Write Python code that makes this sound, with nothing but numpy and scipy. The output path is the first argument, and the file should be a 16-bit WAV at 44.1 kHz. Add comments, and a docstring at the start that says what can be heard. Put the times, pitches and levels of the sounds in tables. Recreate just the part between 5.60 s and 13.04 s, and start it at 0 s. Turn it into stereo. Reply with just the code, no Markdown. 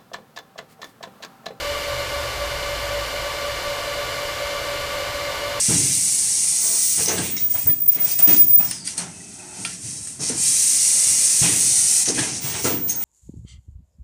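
"""A factory hall with an automatic mask line, heard a metre away by a hand-held microphone pair.
Air cylinders vent as turbulent jets, in long spitting hisses and short puffs. The horn of an ultrasonic
welder whistles near the top of hearing, fading at the nodes of its standing waves. Impacts excite
damped modes: valves and stops clack, slides thud into the frame, metal rings on. Drives whine
faintly, the chain scrapes and the hall rumbles underneath."""
import sys
import numpy as np
from scipy import signal
from scipy.fft import rfft, irfft
from scipy.io import wavfile
from scipy.ndimage import uniform_filter1d

SR = 44100
rng = np.random.default_rng(int(sys.argv[2]) if len(sys.argv) > 2 else 0)


def put_to_file(sound):
    """Save the sound as 16-bit audio at rate SR, in the file named by the first command-line argument."""
    columns = np.atleast_2d(sound).T  # one column per channel
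    safe = np.clip(columns, -1, 1)
    whole_steps = np.round(safe * 32767)
    wavfile.write(sys.argv[1], SR, whole_steps.astype(np.int16))


N = 328104
T = np.arange(N) / SR
HZ = np.maximum(np.arange(N // 2 + 1) * SR / N, 1)

# Noise spectra. Each row: frequency in Hz, relative spectral density in dB.
JET_SPECTRUM = [(2060, -30), (3500, -20.5), (4390, -12.5), (4920, -10), (5680, -3.5), (6360, -5),
                (7240, -5.5), (8800, -1.5), (9560, -5.5), (12000, -26), (15600, -47), (22000, -120)]
HOSE_SPECTRUM = [(760, -19), (1300, -10.5), (1520, -13.5), (2030, 1.5), (2290, -0.5), (2480, 2), (3240, 0),
                 (4600, -7), (5980, -11.5), (10100, -120)]
FINE_HISS_SPECTRUM = [(6470, -73.5), (11000, 13), (11800, 6.5), (13100, 3.5), (15100, 7.5), (16000, -55)]
RUMBLE_SPECTRUM = [(15, -69), (25, -36), (48, -11), (66, -2), (102, -1), (200, 1), (251, -4.5), (288, -0.5),
                   (500, -36), (650, -18), (1100, -120)]
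SLIDE_SPECTRUM = [(210, -58), (360, 0.5), (461, -5), (518, -7), (650, -3), (1360, -6.5), (1700, -7.5),
                  (2210, -14), (3740, -120)]
# Releases of air. Each row: start, swell and hold in seconds, bright jet level in dB, dull jet and
# hose roar in dB relative to it.
AIR_RELEASES = [(-.1, 0.065, 1.476, -17.5, -5.5, -21), (-.1, 0.054, 0.4, -35, 9, -0.5),
                (1.458, 0.017, 0.21, -27, -5, -5.5), (1.756, 0.017, 0.028, -39.5, 6, -1),
                (1.849, 0.089, 0.12, -30, -6.5, -13), (2.266, 0.069, 0.028, -37.5, 0, -6.5),
                (2.39, 0.097, 0.024, -25.5, -2.5, -10), (2.582, 0.0087, 0.021, -29, -2, -5.5),
                (2.666, 0.01, 0.077, -26.5, 0, -8.5), (2.76, 0.049, 0.11, -36.5, -5, -13),
                (2.93, 0.18, .03, -30, -2, -14), (3.241, 0.02, 0.032, -29, -1, -11),
                (3.368, 0.0087, 0.018, -29, 0, -9), (3.454, 0.14, 0.48, -41, -2, -13.5),
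                (3.906, 0.084, 0.16, -33.5, -2.5, -12), (4.17, 0.097, 0.11, -30.5, -3, -20),
                (4.39, 0.026, 0.11, -31.5, -6, -22), (4.587, 0.045, 0.062, -25, 1.5, -13.5),
                (4.717, 0.14, 1.57, -15, -5, -19), (6.45, 0.0086, 0.036, -22, 0.5, -12.5),
                (6.54, 0.0083, 0.099, -23, -2.5, -10), (6.657, 0.023, 0.094, -30, 2.5, -9.5),
                (6.803, 0.041, 0.16, -28.5, 0, -5), (7.021, 0.03, 0.01, -21.5, 0.5, -12.5),
                (7.271, 0.022, 0.011, -29.5, 1.5, -10), (7.383, 0.046, 0.13, -32, -8, -7)]
# The steady leak. In order: bright jet, dull jet and hose levels in dB.
STEADY_LEAK_DB = [-45, -49, -55]
# Pitch of the welder's horn. Each row: time in seconds, frequency in Hz.
HORN_PITCH = [(1, 15240), (1.2, 15240), (2.06, 15012), (3.3, 15012), (6.78, 15215), (7.05, 15205),
              (7.44, 15105)]
# Power steps as the horn presses the work. 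Each row: start and end in seconds, left and right in dB.
HORN_POWER = [(0.996, 1.67, -22.5, -29), (1.696, 2.084, -12, -17.5), (2.055, 3.002, 0.5, -4.5),
              (6.796, 7.067, -24.5, -29), (7.06, 7.6, -16, -26)]
# Standing-wave nodes, a left list and a right. Each row: time in seconds, depth in dB, half width
# in seconds.
HORN_NODES = [
    [(1.38, 7, 0.036), (1.495, 8, 0.025), (1.594, 18, 0.013), (1.736, 21, 0.03), (2.05, 22, 0.039),
     (2.2, 21, 0.0067), (2.41, 11, 0.054), (2.53, 13, 0.16), (6.985, 10, 0.064), (7.2, 13, 0.017),
     (7.347, 28, 0.0068)],
    [(1.08, 18, 0.036), (1.5, 15, .04), (2.118, 15, 0.017), (2.204, 23, 0.0091), (2.365, 13, 0.018),
     (2.57, 16, 0.046), (2.883, 17, 0.014), (7.146, 12, 0.031), (7.215, 20, 0.019), (7.358, 13, 0.018)],
]
# Phase of the horn tone. Each row: time in seconds, lead of left over right in cycles.
HORN_LEAD = [(1.0, -3.5), (1.79, .5), (1.895, 1.5), (2.03, 5), (2.135, 5.5), (2.55, 5.5), (2.75, 6.5),
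             (2.92, 5), (6.8, 7.5), (7.3, 4.5)]
# Valves and end stops. Each row: start in seconds, level in dB, ring frequency in Hz, ring T60 in
# seconds, relative level of the low modes in dB, left minus right in dB.
VALVE_HITS = [(1.458, -8, 5960, 0.11, -44, -7), (1.482, -4, 6300, 0.26, -43, -4.5),
              (1.582, -12.5, 8200, 0.15, -19.5, 4), (1.7668, -18, 6600, 0.15, -27, -7),
              (2.097, -23.5, 9400, 0.067, -19, 8), (2.5094, -18, 4860, 0.17, -38, -6),
              (2.5898, -5, 8700, 0.075, -37, 1), (3, -22, 8100, 0.21, -24, -2),
              (3.111, -5, 9340, 0.034, -32.5, 0), (3.2747, -13, 9150, 0.083, -25.5, 2),
              (3.379, -8, 8650, 0.13, -30.5, 0), (4.0498, -12.5, 8700, 0.099, -19.5, 1),
              (4.472, -15, 8400, 0.11, -31, 2), (4.605, -20, 6200, 0.25, -40, -5),
              (4.694, -9, 8750, 0.091, -30, -1), (6.4596, -10.5, 5970, 0.15, -28, -7),
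              (6.4867, -8.5, 6300, 0.085, -49, -14), (6.59, -10, 8640, 0.11, -19.5, 1),
              (7.0434, -12.5, 6600, 0.15, -29, -9), (7.297, -17.5, 9250, 0.081, -33, 10)]
# Modes of a stop and of the machine bed. Each row: frequency in Hz, bandwidth in Hz, level in dB.
STOP_RESONANCES = [(1940, 300, 4), (2430, 180, 2.5), (2790, 140, 6.5), (3250, 590, 3), (4500, 2000, 3)]
BED_RESONANCES = [(89, 27, 2), (126.2, 27, 7.5), (177, 26, 5), (254.6, 47, 2), (313, 96, 6),
                  (443, 113, 4.5)]
# Slides landing. Each row: start in seconds, level in dB, T60 at 200 Hz in seconds, best-struck
# frequency in Hz, fall-off from it in dB per octave, relative plate and upper rattle levels in dB.
LANDINGS = [(0.085, -16, 0.84, 200, 7.5, -13, -8.5), (1.374, -28, 0.61, 135, 4, -1, 3),
            (1.482, -15, 0.46, 460, 20, -9.5, -7.5), (1.577, -28, 1, 318, 2.5, -5.5, -12),
            (1.947, -28, 0.43, 89, 42, -3, -1), (2.059, -38.5, 0.35, 87, -4.5, 7.5, -12),
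            (2.358, -37, 0.65, 177, 0, 0.5, 4), (2.588, -33, 0.84, 186, 10, 2.5, -6),
            (2.672, -16, 0.69, 277, 20, -11.5, -8), (2.994, -26.5, 0.82, 206, 21, -6, -9),
            (3.377, -25, 0.68, 186, 29, -5.5, -8), (3.983, -28.5, 0.89, 207, 18, -23, -18),
            (4.237, -32, 1, 116, 10, -23, -9.5), (4.59, -34, 1, 118, 0, -3.5, -16),
            (4.691, -26, 0.79, 241, 22, -9, -10), (5.459, -31, 0.56, 91.5, 7, -9, -15),
            (5.818, -24, 1, 159, 1, -3, 6.5), (6.474, -17.5, 0.53, 460, 10, -11, -14),
            (6.569, -23, 1, 261, 11, -5.5, -2), (6.838, -23.5, 0.55, 110, 13, -8.5, -16),
            (6.939, -33, 0.22, 95, 18.5, 11, 14.5), (7.041, -14.5, 0.8, 433, 9, -7.5, -8)]
# Ringing metal parts, low knocks and the hum of thuds. Each row: start in seconds, frequency in Hz,
# level in dB, T60 in seconds.
IMPACT_TONES = [(0.083, 166, -29, 0.55), (0.106, 314, -28, 0.66), (1.405, 457, -30.5, 0.31),
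                (1.478, 454, -28, 0.35), (1.578, 1620, -28, .25), (1.77, 2110, -32.5, .12),
                (1.766, 5480, -20.5, 0.24), (1.776, 3811, -34.5, 0.35), (1.942, 718, -34.5, 0.081),
                (2.057, 92, -29, 0.17), (2.093, 128, -26, .06), (2.093, 1840, -33, 0.11),
                (2.092, 13100, -24, .12), (2.11, 274, -36, 0.38), (2.384, 2130, -32, 0.16),
                (2.592, 684, -35, .2), (2.674, 281, -31, .4), (2.996, 799, -33.5, 0.21),
                (2.997, 2560, -31.5, .12), (3.111, 1780, -40, 0.11), (3.603, 1970, -43, 0.11),
                (3.38, 4290, -30, .15), (3.272, 4760, -23, .1), (3.796, 2570, -38, 0.13),
                (4.049, 2400, -17.5, 0.028), (4.049, 4350, -28, 0.037), (4.052, 1365, -25.5, .22),
                (4.698, 453, -30.5, 0.29), (5.816, 134, -21, 0.37), (6.5, 280, -29, 0.43),
                (6.611, 125, -31, 0.57), (6.579, 1643, -23, 0.35), (7.042, 428, -22, 0.29),
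                (7.058, 1340, -19.5, 0.3), (7.138, 300, -27, 0.41), (7.295, 6490, -13, 0.15),
                (7.345, 6450, -25, 0.24)]
# A cylinder emptying. Each row: time in seconds, frequency in Hz, level in dB.
SIGH_CURVE = [(3.0, 5900, -45), (3.09, 5400, -34.5), (3.24, 4700, -41), (3.34, 4300, -49)]
# Drive electronics and motors. Each row: start and end in seconds, frequency in Hz, level in dB.
DRIVE_TONES = [(0, 7.1, 8003, -50), (1.5, 4.6, 8103, -52), (2.3, 2.95, 10680, -51), (7.07, 7.5, 10640, -55),
               (3.8, 4.03, 870, -54), (.45, 1.05, 880, -57), (3.5, 3.75, 400, -56), (3.5, 4.03, 2600, -59)]
# Slides and chain moving. Each row: start, swell and hold in seconds, level in dB.
SLIDE_STROKES = [(1.012, 0.04, 0.12, -44), (1.435, 0.072, 0.089, -33), (2.322, 0.054, 0.14, -44.5),
                 (3.25, 0.19, 0.038, -45), (3.746, 0.069, 0.28, -48.5), (5.15, 0.22, 1.4, -50),
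                 (6.747, 0.22, 0.041, -38), (7.195, 0.16, 0.067, -44)]
# Reflections from panels and rails. Each entry: delay in seconds.
ECHO_DELAYS = [.0014, .0018, .0027, .0046, .0071, .0104, .0153]
# Coherence of the sound field. Each row: frequency in Hz, left-right correlation from 0 to 1.
COHERENCE = [(70, 0.96), (130, 0.99), (250, 0.89), (400, 0.77), (700, 0.41), (1500, 0.22), (5000, 0.29),
             (9000, 0.22)]
# Colouring of the two microphones. Each row: frequency in Hz, left minus right in dB.
MIC_BALANCE = [(60, 3.5), (200, 0.5), (700, 1), (1500, -2), (5500, -6.5), (7500, -2.5), (9500, 10),
               (11300, 3.5), (13500, 13)]

RIGHT_LAG_S = 21 / SR  # applies above 1 kHz


def air_jets():
    """Turbulence radiates broadband noise: jets spit through silencers while hoses roar lower down."""
    start, rise, hold, db, dull_db, hose_db = np.transpose(AIR_RELEASES)
    t60 = np.where(hold > 1, 0.16, 0.4)[:, None]  # a long blow is shut off; a puff runs out
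    vented = swells(start, rise, hold, db + np.array([0 * db, dull_db, hose_db]), t60)
    jet, dull_jet, roar = np.hypot(vented, undb(STEADY_LEAK_DB)[:, None])
    flutter = undb(0.47 * wander(40) + 0.5 * wander(300))
    bright = field_noise(band(JET_SPECTRUM, lo_hz=6900), spit_db=2.5) * jet
    dull = field_noise(band(JET_SPECTRUM, hi_hz=7190), spit_db=3.0) * dull_jet
    hose = field_noise(band(HOSE_SPECTRUM), spit_db=1.0) * roar
    # The topmost hiss is turned down when the jet is quiet.
    shortfall_db = np.clip(20 * np.log10(jet) + 18, -14, 0)
    fine = field_noise(band(FINE_HISS_SPECTRUM)) * jet
    fine *= undb(-19.5 + 5.8 * shortfall_db + 1.5 * wander(13))
    return 0.8 * reflect(flutter * (bright + dull) + hose + fine, share=0.31)


def welder():
    """A resonant horn gives a near-pure tone; as it slides down to lock, modulation adds a buzz."""
    hz, = over_time(HORN_PITCH)
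    locked = np.clip((15040 - hz) / 28, 0, 1)
    sideband = undb(-16 + 4 * wander(8)) * np.exp(-2j * np.pi * 65 * T)  # 65 Hz below the tone
    # The path difference shifts as the hand moves.
    drift = np.array([0 * T, 0.12 * wander(7.9) - 2 * np.pi * over_time(HORN_LEAD)[0]])
    waver = 1 + 0.13 * np.array([wander(17), wander(25.85)])
    buzz = 0.74 * np.array([wander(90), wander(78)]) + sideband
    level = horn_level()
    swing = np.sqrt(2) * level * (waver + locked * buzz)
    swing = swing / (1 + (abs(swing) / .7) ** 4) ** .25  # the loudest swells level off
    halo = undb(-26) * field_noise(1 / (1 + ((HZ - 15000) / 350) ** 4))
    phase = 2 * np.pi * np.cumsum(hz) / SR + drift
    return np.real(swing * np.exp(1j * phase)) + level * halo


def horn_level(step_s=0.027):
    """Interference: the horn's stepped level dips as each microphone crosses a standing-wave node."""
    start, end, *db = np.transpose(HORN_POWER)
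    drive = swells(start, np.full_like(start, step_s), end - start - step_s, np.array(db), t60=0.15)
    dips_db = [sum(depth / (1 + ((T - s) / width) ** 2) for s, depth, width in side)
               for side in HORN_NODES]
    return drive * undb(-np.array(dips_db))


def valve_clacks():
    """Impact excites a wide band: a sharp tick, a ring of small steel parts, the stop's lower modes."""
    out = np.zeros((2, N))
    t = T[:SR // 4]
    lowpass = signal.butter(8, 10800, fs=SR, output="sos")
    highpass = signal.butter(3, 4000, "high", fs=SR, output="sos")
    for start, db, hz, t60, low_db, pan_db in VALVE_HITS:
        burst = signal.sosfilt(lowpass, rng.standard_normal((2, len(t))))
        fade = decay(t, t60)
        resonator = signal.iirpeak(hz, Q=6.0, fs=SR)
        ring = signal.lfilter(*resonator, signal.lfilter(*resonator, burst))
        tick = signal.sosfilt(highpass, burst) * (0.21 * fade ** 2 + 0.35 * np.exp(-t / 0.0023))
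        stop = sum(undb(mode_db) * signal.lfilter(*signal.iirpeak(f, f / width, fs=SR), burst)
                   for f, width, mode_db in STOP_RESONANCES)
        knock = stop * (np.exp(-t / 0.0063) + 0.38 * np.exp(-t / 0.054))
        hit = 1.2 * ring * fade + tick + 4.2 * undb(low_db) * knock
        add_at(out, start, undb(db) * pan(pan_db)[:, None] * hit)
    return out


def slide_thuds():
    """Modal damping: landings shake the bed's broad modes; high modes and loose plates die sooner."""
    start, db, t60, struck_hz, fall_db, plate_db, upper_db = np.transpose(LANDINGS)
    peaks = [[undb(mode_db) / (1 + ((HZ - hz) / (width / 2)) ** 2) / np.sqrt(width)]
             for hz, width, mode_db in BED_RESONANCES]
    bed = 0
    for mode, (hz, _, _) in zip(field_noise(np.array(peaks)), BED_RESONANCES):
        struck_db = db - fall_db * abs(np.log2(hz / struck_hz))
        bed += mode * blows(start, struck_db, t60 * (200 / hz) ** 0.37, rise_s=0.0043)
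    plates = field_noise(band(SLIDE_SPECTRUM, lo_hz=560))
    plates *= blows(start, db + plate_db, 0.57 * t60, rise_s=0.014)
    upper = field_noise(band(HOSE_SPECTRUM)) * blows(start, db + upper_db, 0.53 * t60, rise_s=0.021)
    return 0.3 * bed + 1.02 * (plates + upper)


def impact_tones():
    """Beating: ringing metal parts, low knocks and the hum of thuds each sound on a few close modes."""
    out = np.zeros((2, N))
    t = T[:SR // 2]
    for (start, hz, db, t60), jitter in zip(IMPACT_TONES, rng.random((len(IMPACT_TONES), 4))):
        lagged = t - np.array([[0], [RIGHT_LAG_S * (hz > 1000)]])
        offsets_hz = 69 * np.sqrt(hz / 2000) * (np.array([-2, -1, 0, 1]) + jitter)
        neighbours = sum(np.sin(2 * np.pi * f * lagged) for f in hz + offsets_hz)
        tone = np.sin(2 * np.pi * hz * lagged) + 0.4 * neighbours
        attack = 1 - np.exp(-t / 0.0033)
        fade = (.5 + np.exp(-t / 0.011)) * decay(t, t60)  # the first instant is louder
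        add_at(out, start, undb(db) * tone * attack * fade)
    return out


def cylinder_sigh():
    """Narrow-band noise on a sinking pitch is heard as the breathy whistle of an emptying cylinder."""
    hz, db = over_time(SIGH_CURVE)
    breath = np.array([wander(750) + 1j * wander(750) for _ in range(2)])
    on = (T > SIGH_CURVE[0][0]) * (T < SIGH_CURVE[-1][0])
    return on * undb(db) * np.real(breath * np.exp(2j * np.pi * np.cumsum(hz) / SR))


def drive_whines():
    """Random modulation: thin tones waver in level; the low motor whines break up in level and phase."""
    out = 0
    for start, end, hz, db in DRIVE_TONES:
        on = uniform_filter1d(1. * (T > start) * (T < end), size=2000)
        roughness = 1.4 * wander(90) * (hz < 5000)
        phase = 2 * np.pi * hz * T + roughness + np.array([[0], [1]])
        out += on * undb(db + wander(4.3) + 3 * roughness) * np.sin(phase)
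    return np.sqrt(2) * out


def rumble_and_scrape(bed_idle_db=-48.5, chain_idle_db=-55.5):
    """Reverberation booms over the idling bed after each landing; friction makes the chain scrape."""
    start, db = np.transpose(LANDINGS)[:2]
    boom = swells(start, rise=np.full_like(start, 0.073), hold=0, db=db - 21.5, t60=1.76)
    strokes = swells(*np.transpose(SLIDE_STROKES), t60=0.19)
    rumble = field_noise(band(RUMBLE_SPECTRUM))
    scrape = reflect(field_noise(band(SLIDE_SPECTRUM)), share=0.42)
    return np.hypot(undb(bed_idle_db), boom) * rumble + np.hypot(undb(chain_idle_db), strokes) * scrape


def reflect(x, share):
    """Comb filtering: echoes off nearby metal cut spectral ridges that shift as the hand moves."""
    return x + share * sum(np.tanh(wander(3.5)) * np.roll(x, int(s * SR), axis=1) for s in ECHO_DELAYS)


def field_noise(gain, spit_db=0.):
    """Partial coherence: stereo noise of rms 1, part common to both sides, part scattered by the hall."""
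    grains = rng.standard_normal((3, N))
    if spit_db:
        grains *= undb(spit_db * np.minimum(rng.exponential(size=(3, N)), 6))
    common, left, right = rfft(grains)
    coherence = np.clip(over_hz(COHERENCE), 0, 1)
    lag = np.exp(-2j * np.pi * HZ * RIGHT_LAG_S * (HZ > 1000))
    direct = np.sqrt(coherence) * np.array([common, common * lag])
    scattered = np.sqrt(1 - coherence) * np.array([left, right])
    out = irfft(gain * (direct + scattered), N)
    return out / out.std()


def swells(start, rise, hold, db, t60):
    """Incoherent sounds add as power: one envelope from many that swell, hold and die away."""
    up = np.clip((T - start[:, None]) / np.maximum(rise, .002)[:, None], 0, 1)
    fade = decay(np.maximum(T - (start + rise + hold)[:, None], 0), t60)
    return np.sqrt(np.sum((undb(db)[..., None] * up * fade) ** 2, axis=-2))


def blows(starts, db, t60s, rise_s):
    """Superposed impact envelopes, each rising fast and dying away."""
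    envelope = np.zeros(N)
    t = T[:SR]
    for start, gain, t60 in zip(starts, undb(db), t60s):
        add_at(envelope, start, gain * (1 - np.exp(-t / rise_s)) * decay(t, t60))
    return envelope


def decay(t, t60):
    """Exponential damping, 60 dB in t60 seconds."""
    return undb(-60 * t / np.maximum(t60, .01))


def add_at(out, start, sound):
    """Superpose a sound from a start in seconds."""
    i = int(start * SR)
    out[..., i:i + sound.shape[-1]] += sound[..., :N - i]


def wander(rate):
    """Random levels held 1 / rate seconds and smoothed twice; spread near 1."""
    span = int(SR / rate)
    steps = np.repeat(rng.standard_normal(N // span + 1), span)
    return 1.3 * uniform_filter1d(uniform_filter1d(steps, span), span)[:N]


def band(table, lo_hz=0, hi_hz=30000):
    """Gain of a spectrum table between two soft edges."""
    return undb(over_hz(table)) / np.sqrt((1 + (lo_hz / HZ) ** 16) * (1 + (HZ / hi_hz) ** 16))


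def over_hz(table):
    """A spectrum table read at every frequency bin."""
    hz, values = np.transpose(table)
    return np.interp(np.log(HZ), np.log(hz), values)


def over_time(table):
    """Columns of a curve table read at every sample."""
    times, *columns = np.transpose(table)
    return [np.interp(T, times, column) for column in columns]


def pan(db):
    """Left and right gains for a level difference."""
    return undb(np.array([db, -db]) / 2)


def undb(db):
    """Decibels to gain."""
    return np.exp(np.asarray(db) * np.log(10) / 20)


def scene():
    """Superposition: the pressures of all sources add at the microphones."""
    return (air_jets() + cylinder_sigh() + drive_whines() + rumble_and_scrape()
            + welder() + valve_clacks() + impact_tones() + slide_thuds())


def record(dry):
    """Each microphone colours the sound; deep bass is cut, peaks clip and the top is filtered off."""
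    balance = pan(over_hz(MIC_BALANCE) * (HZ < 14500))
    coloured = irfft(rfft(dry) * balance / np.sqrt(1 + (68 / HZ) ** 6), N)
    lowpass = signal.ellip(10, .2, 90, 16968, fs=SR, output="sos")
    return signal.sosfilt(lowpass, np.clip(coloured, -1, 1))


dry = scene()
out = record(dry)
put_to_file(out)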